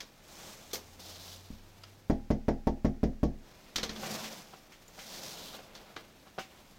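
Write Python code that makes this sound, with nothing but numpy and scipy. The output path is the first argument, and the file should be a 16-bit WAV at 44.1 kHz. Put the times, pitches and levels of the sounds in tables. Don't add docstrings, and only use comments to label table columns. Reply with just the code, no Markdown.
import sys
import numpy as np
from scipy import signal
from scipy.fft import rfft, irfft, next_fast_len
from scipy.io import wavfile
from scipy.ndimage import uniform_filter1d, minimum_filter1d, map_coordinates

SR = 44100
rng = np.random.default_rng(int(sys.argv[2]) if len(sys.argv) > 2 else 0)


def inscribe(sig):
    pcm = np.round(np.clip(np.atleast_2d(sig).T, -1, 1) * 32767)
    wavfile.write(sys.argv[1], SR, pcm.astype(np.int16))


N = 299034
TIME = np.arange(N) / SR
AGE = TIME[:SR]
SHARP_S = .0001

# (frequency [Hz], density [dB per Hz])
NIGHT_SPECTRUM = [(20, 17), (60, 6.5), (260, 5), (600, -5), (1200, -9.5), (1800, -7.5), (3000, -12.5),
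                  (6000, -14), (10000, -24), (16000, -21)]

# (frequency [Hz], density [dB per Hz])
FOLD_SPECTRUM = [(70, -12), (150, 0), (400, -1), (620, 1.5), (1200, -5), (1800, -8.5), (2400, -6.5),
                 (3500, -15)]
# (frequency [Hz], density [dB per Hz])
SWISH_SPECTRUM = [(1800, -42), (2700, -4), (3500, 2), (4600, -0.5), (6400, -2.5), (8500, -8), (11000, -9.5),
                  (14500, -6.5), (16000, -13)]
# (start [s], rise [s], hold [s], release [dB per s],
# swish level [dB], fold level [dB], swish pitch [Hz])
MOVES = [(0.206, 0.2, 0.049, 27, -53, -51.5, 6700), (0.989, 0.015, 0.29, 61, -51.5, -55, 4900),
         (3.372, 0.11, 0.58, 42, -66, -60, 4870), (3.88, 0.24, 0.064, 53.5, -44, -41, 5600),
         (4.884, 0.35, 0.057, 54, -47, -47.5, 5400), (5.268, 0.11, 0.17, 265, -51.5, -52, 3523),
         (5.543, 0.016, 0.32, 41, -66.5, -56, 3970), (6.484, 0.051, 0.024, 100, -66, -59, 2300)]
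FOLD_LEAD_S = 0.0056
SWISH_PEAK_DB, SWISH_WIDTH_OCT = 5, 0.52
FIDGET_SWISH_DB, FIDGET_FOLD_DB = -67.5, -62.5
BRACED_S, SETTLE_S = (1.91, 3.68), 0.46

# (time [s], rattle level [dB], contact level [dB], frame level [dB],
# chatter t60 [s], tilt [dB per octave], ping pitch [Hz], ping level [dB])
CLICKS = [(.004, -43.5, 2, -7.5, 0.079, -1, 3580, -16), (0.711, -54, -19, -30, 0.074, 0.5, 3700, 5),
          (0.7316, -36, -7, -2.5, 0.1, 7, 6200, -3), (0.7546, -42.5, 6, -28, 0.036, 2, 5900, -2),
          (1.836, -51, 6, -15, 0.035, -4, 4915, 6), (3.7588, -31, 3.5, -19, 0.062, 0, 2150, -7),
          (3.7803, -38, -4, -1.5, 0.065, -3.5, 4980, 4), (3.8306, -35, -7, -1.5, 0.079, -1, 4240, 6.5),
          (3.8927, -41.5, -1, -4.5, 0.073, -3.5, 4150, 8), (3.96, -46, -5, -2.5, 0.04, -4, 3450, 7),
          (4.88, -55.5, -13, -1.5, 0.019, 8, 7070, 11.5), (5.751, -52.5, 5, -7, 0.14, -1.5, 3380, 3),
          (5.9637, -44.5, 4.5, -1, 0.07, -7, 1507, -1)]
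# (frequency [Hz], density [dB per Hz])
HANDLE_SPECTRUM = [(600, -16), (1450, -4), (1750, -4.5), (2150, -3.5), (2700, -6.5), (3200, 1.5), (4100, 1),
                   (6250, -1), (7300, -10.5), (10000, -20), (14000, -16), (16000, -28)]
# (frequency [Hz], level [dB], t60 [s])
HANDLE_MODES = [(2150, 0, 0.23), (3280, -11, 0.079), (3480, -14, 0.11), (4190, 7, 0.068), (4600, -4, 0.15)]
# (frequency [Hz], density [dB per Hz])
FRAME_SPECTRUM = [(100, -9), (220, -2.5), (310, 3.5), (420, 8.5), (560, 1.5), (800, -2), (1500, -9),
                  (3000, -10)]
# (frequency [Hz], level [dB], t60 [s])
FRAME_MODES = [(391, -8, 0.07), (845, -20, 0.12), (1207, -9, 0.2)]
# (time [s], level [dB])
SHAKES = [(3.761, -17), (3.831, -17.5), (3.895, -18.5)]
CHATTER_DB = 2.5
CONTACT_T60_S, REBOUND_S = 0.005, .0032
PING_T60_S = 0.031

CAR_HZ, CLIMB_HZ_PER_S = 75.2, 12.2
CAR_DB, RECEDE_DB_PER_S = -58.5, 2
THROTTLE_S, THROTTLE_RAMP_S = (0.47, 3.8), 0.38
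PIPE_HZ, PIPE_WIDTH_HZ, PIPE_DB = 91.8, 1.3, 5.5

# (time [s], strength [dB], hardness [dB], wood crack level [dB])
KNOCKS = [(2.0983, -1.5, 1.5, 0.5), (2.3041, -1, -0.5, -0.5), (2.4822, -2, 6.5, 3.5), (2.67, -2, 7.5, -1),
          (2.847, 0, 1, 0.5), (3.032, 0, -3, -2.5), (3.2313, 0, -1, -5.5)]
# (frequency [Hz], level [dB], t60 [s])
DOOR_MODES = [(24.3, -28.5, 0.5), (22.27, -23.5, 0.36), (62.2, -28, 0.31), (51.8, -19.5, 0.11),
              (98.8, -45.5, 0.47), (134.4, -34.5, 0.15), (145.6, -31.5, 0.22), (167.6, -30, 0.19),
              (215, -9, 0.024), (209.9, -28.5, 0.26), (220.3, -31.5, 0.36), (266.9, -35.5, 0.34),
              (259.7, -33.5, 0.36), (305, -21, 0.093), (338, -37.5, 0.3), (359.2, -38.5, 0.24),
              (411.3, -29, 0.12), (465, -29.5, 0.11), (482, -41, 0.2), (520, -24, 0.045), (590, -31.5, 0.1),
              (606, -44, 0.19), (620, -36.5, 0.1), (666, -40, 0.18), (708, -43.5, 0.21), (773, -36, 0.078),
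              (810, -51.5, 0.37), (902, -41, 0.11), (986, -55, 0.15), (1115, -43.5, 0.1)]
# (frequency [Hz], density [dB per Hz])
CRACK_SPECTRUM = [(500, 11.5), (900, 1.5), (1150, -4.5), (2000, -2.5), (2500, -11), (3500, -50)]
# (frequency [Hz], level [dB], t60 [s])
WOOD_MODES = [(1544, -1, 0.039), (1890, -2.5, 0.066), (2030, -8, 0.11)]
# (frequency [Hz], density [dB per Hz])
GLOVE_SPECTRUM = [(2300, 7), (3200, 9.5), (4000, 7.5), (5500, 11), (6700, 4.5), (9000, -21)]
MEAN_STOP_S, STOP_DB = .0095, -9
ECHO_S, ECHO_DB = 0.1, -36

# (delay [s], level [dB])
WALLS = [(.0061, -23), (0.0113, -15.5)]

# (time [s], tap level [dB], scuff level [dB])
TAPS = [(4.028, -36, -42), (4.228, -46, -39.5), (4.53, -46.5, -62), (4.71, -62, -52.5), (4.979, -48.5, -45),
        (5.537, -43.5, -57), (5.585, -44.5, -76), (6.263, -51, -61), (6.38, -32, -41.5)]
# (frequency [Hz], density [dB per Hz])
TAP_SPECTRUM = [(120, -4), (300, 2.5), (600, 6), (900, -1.5), (1500, 1.5), (1800, -11), (3000, -7),
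                (6000, -19)]
# (frequency [Hz], density [dB per Hz])
GRIT_SPECTRUM = [(700, -21), (1500, -8), (2080, -4.5), (2950, -6), (4000, -10.5), (6400, -12.5),
                 (10000, -27), (16000, -25)]
# (frequency [Hz], level [dB], t60 [s])
TREAD_MODES = [(576, -4, 0.13), (763.4, 2, 0.21), (1400, -7, 0.09)]
ROLL_S = .005

TOP_HZ = 16000


def amp(db):
    return 10 ** (np.asarray(db) / 20)


def unit(x):
    return x / np.sqrt(np.mean(x ** 2) + 1e-20)


def wobble(rate):
    knots = rng.standard_normal(int(N * rate / SR) + 4)
    return map_coordinates(knots, [TIME * rate])


def noise(spectrum, size=SR, tilt_db=0):
    hz, db = np.transpose(spectrum)
    m = next_fast_len(size)
    f = np.fft.rfftfreq(m, 1 / SR)
    tilted_db = db + tilt_db * np.log2(hz)
    gain = amp(np.interp(np.log(f + 1), np.log(hz), tilted_db, left=-120, right=-120))
    return unit(irfft(rfft(rng.standard_normal(m)) * gain, m)[:size])


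def fade(t60, attack=SHARP_S):
    decay = amp(-60 * AGE / t60)
    return decay * (1 - np.exp(-AGE / attack))


def mode(hz, t60):
    return fade(t60) * np.sin(2 * np.pi * hz * AGE)


def ringing(modes):
    return sum(amp(db + 2 * rng.standard_normal()) * mode(hz, t60) for hz, db, t60 in modes)


def plateau(span, ramp):
    return np.clip(np.minimum(TIME - span[0], span[1] - TIME) / ramp, 0, 1)


def stroke(start, rise, hold, release_db):
    age = TIME - start
    return np.clip(age / rise, 0, 1) * amp(-release_db * np.maximum(age - rise - hold, 0))


def add(track, s, sound):
    part = track[round(s * SR):][:len(sound)]
    part += sound[:len(part)]


def porch(x, standing_hz=221, standing_db=-54):
    hum = signal.fftconvolve(x, mode(standing_hz, t60=0.28))[:len(x)]
    out = x + amp(standing_db) * hum
    for delay, db in WALLS:
        add(out, delay, amp(db) * x)
    return out


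def night():
    return amp(-61.0) * noise(NIGHT_SPECTRUM, size=N)


def sliding_weave(peak_hz):
    hz, db = np.transpose(SWISH_SPECTRUM)
    grid = np.geomspace(hz[0], hz[-1], 60)
    base_db = np.interp(np.log(grid), np.log(hz), db)
    hump_db = SWISH_PEAK_DB * np.exp(-(np.log2(grid / peak_hz) / SWISH_WIDTH_OCT) ** 2)
    return noise(np.transpose([grid, base_db + hump_db]), size=N)


def jacket():
    fidget = 1 - plateau(BRACED_S, SETTLE_S)
    fold_power = (amp(FIDGET_FOLD_DB) * fidget) ** 2
    swish = amp(FIDGET_SWISH_DB) * fidget * noise(SWISH_SPECTRUM, size=N)
    for s, rise, hold, release_db, swish_db, fold_db, swish_hz in MOVES:
        fold_power += (amp(fold_db) * stroke(s - FOLD_LEAD_S, rise, hold, release_db)) ** 2
        swish += amp(swish_db) * stroke(s, rise, hold, release_db) * sliding_weave(swish_hz)
    catches = wobble(rate=60)
    grain = amp(1.8 * wobble(rate=1200))
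    folds = np.sqrt(fold_power) * amp(1.07 * catches - 1.74) * noise(FOLD_SPECTRUM, size=N)
    return folds + amp(1.46 * catches + 0.63 * wobble(rate=27)) * grain * swish


def handle():
    out = np.zeros(N)
    for s, db, contact_db, frame_db, t60, tilt_db, ping_hz, ping_db in CLICKS:
        chatter = amp(CHATTER_DB * wobble(rate=900)[:SR])
        strike = fade(t60, attack=0.0011) * chatter + amp(-11.0) * fade(0.29, attack=CONTACT_T60_S)
        for delay in (0, REBOUND_S):
            add(strike, delay, amp(contact_db) * fade(CONTACT_T60_S))
        snap = noise(HANDLE_SPECTRUM, tilt_db=tilt_db) * strike
        ring = ringing(HANDLE_MODES)
        ping = amp(ping_db) * mode(ping_hz, PING_T60_S) * chatter
        frame = noise(FRAME_SPECTRUM) * fade(0.26, attack=0.0019) + ringing(FRAME_MODES)
        rattle = amp(4.0) * snap + amp(-16.5) * ring + ping + amp(frame_db) * frame
        add(out, s, amp(db) * rattle)
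    for s, db in SHAKES:
        add(out, s, amp(db) * door(hardness_db=-36))
    return out


def car():
    hz = CAR_HZ + CLIMB_HZ_PER_S * TIME
    boom_db = PIPE_DB / (1 + ((hz - PIPE_HZ) / PIPE_WIDTH_HZ) ** 2)
    level_db = CAR_DB - RECEDE_DB_PER_S * TIME + boom_db + 1.75 * wobble(rate=8.4)
    level = plateau(THROTTLE_S, THROTTLE_RAMP_S) * amp(level_db)
    return level * np.sqrt(2) * np.sin(2 * np.pi * np.cumsum(hz) / SR)


def door(hardness_db, scatter_db=1.26, corner_hz=700):
    ring = np.zeros(SR)
    for k, (hz, db, t60) in enumerate(DOOR_MODES):
        height = min(hz / corner_hz, 1) ** 2
        scatter = scatter_db * (1 + 2 * height) * rng.standard_normal()
        level_db = db + hardness_db * height + scatter
        ring += (-1) ** k * amp(level_db) * mode(hz, t60)
    return ring


def nudge():
    out = np.zeros(N)
    add(out, 1.5035, amp(-15.0) * door(hardness_db=-58))
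    return out


def knocks():
    out = np.zeros(N)
    u = AGE / 0.0007
    shove = amp(-1.5) * u * np.exp(-u)
    padding = signal.butter(6, 2350, fs=SR, output="sos")
    knuckle = amp(-15) * signal.sosfilt(padding, mode(hz=1500, t60=.0022))
    for s, db, hardness_db, crack_db in KNOCKS:
        splinter = amp(-41.5) * noise(CRACK_SPECTRUM) * fade(0.17, attack=0.00052)
        crack = knuckle + splinter + amp(-45.5) * ringing(WOOD_MODES)
        add(crack, MEAN_STOP_S * rng.uniform(.85, 1.15), amp(STOP_DB) * knuckle)
        glove = amp(-48.0) * noise(GLOVE_SPECTRUM) * fade(0.14, attack=0.0023)
        tick = amp(-43.0) * rng.standard_normal(SR) * fade(0.02)
        boom_noise = noise([(120, 18.5), (300, 12.5), (700, 6.5), (1200, -24)])
        boom = amp(-33.0) * boom_noise * fade(0.31, attack=0.012)
        body = amp(db) * (door(hardness_db) + shove + boom)
        surface = porch(amp(crack_db) * crack + glove + tick)
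        add(out, s, body + surface)
    echo_band = signal.butter(2, [550, 2000], "bandpass", fs=SR, output="sos")
    echo = signal.sosfilt(echo_band, out)
    add(out, ECHO_S, amp(ECHO_DB) * echo)
    return out


def swing():
    shudder = noise([(110, -30), (145, -7), (180, -15), (219, 3), (260, -25)], size=N)
    return amp(-47.5) * stroke(start=3.94, rise=0.063, hold=0.11, release_db=72) * shudder


def taps_and_scuffs():
    out = np.zeros(N)
    for s, tap_db, scuff_db in TAPS:
        contact = amp(-1.5) * fade(CONTACT_T60_S * 2)
        add(contact, ROLL_S, fade(0.085, attack=SHARP_S))
        tap = amp(tap_db) * (noise(TAP_SPECTRUM) * contact + amp(-7.0) * ringing(TREAD_MODES))
        scuff = amp(scuff_db) * noise(GRIT_SPECTRUM) * fade(0.24, attack=0.00088)
        add(out, s, tap)
        add(out, s + 2 * ROLL_S, scuff)
    return out


def scene():
    near = porch(jacket() + amp(-1.0) * (handle() + taps_and_scuffs()))
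    mono = night() + near + car() + nudge() + knocks() + swing()
    return np.array([mono, mono])


def record(dry):
    needed = np.minimum(1, amp(-16.2) / (np.abs(dry) + 1e-9))
    gain = uniform_filter1d(minimum_filter1d(needed, size=65), size=65)
    m = next_fast_len(N + SR // 2)
    passband = np.fft.rfftfreq(m, 1 / SR) < TOP_HZ
    return irfft(rfft(dry * gain, m) * passband, m)[:, :N]


dry = scene()
out = record(dry)
inscribe(out)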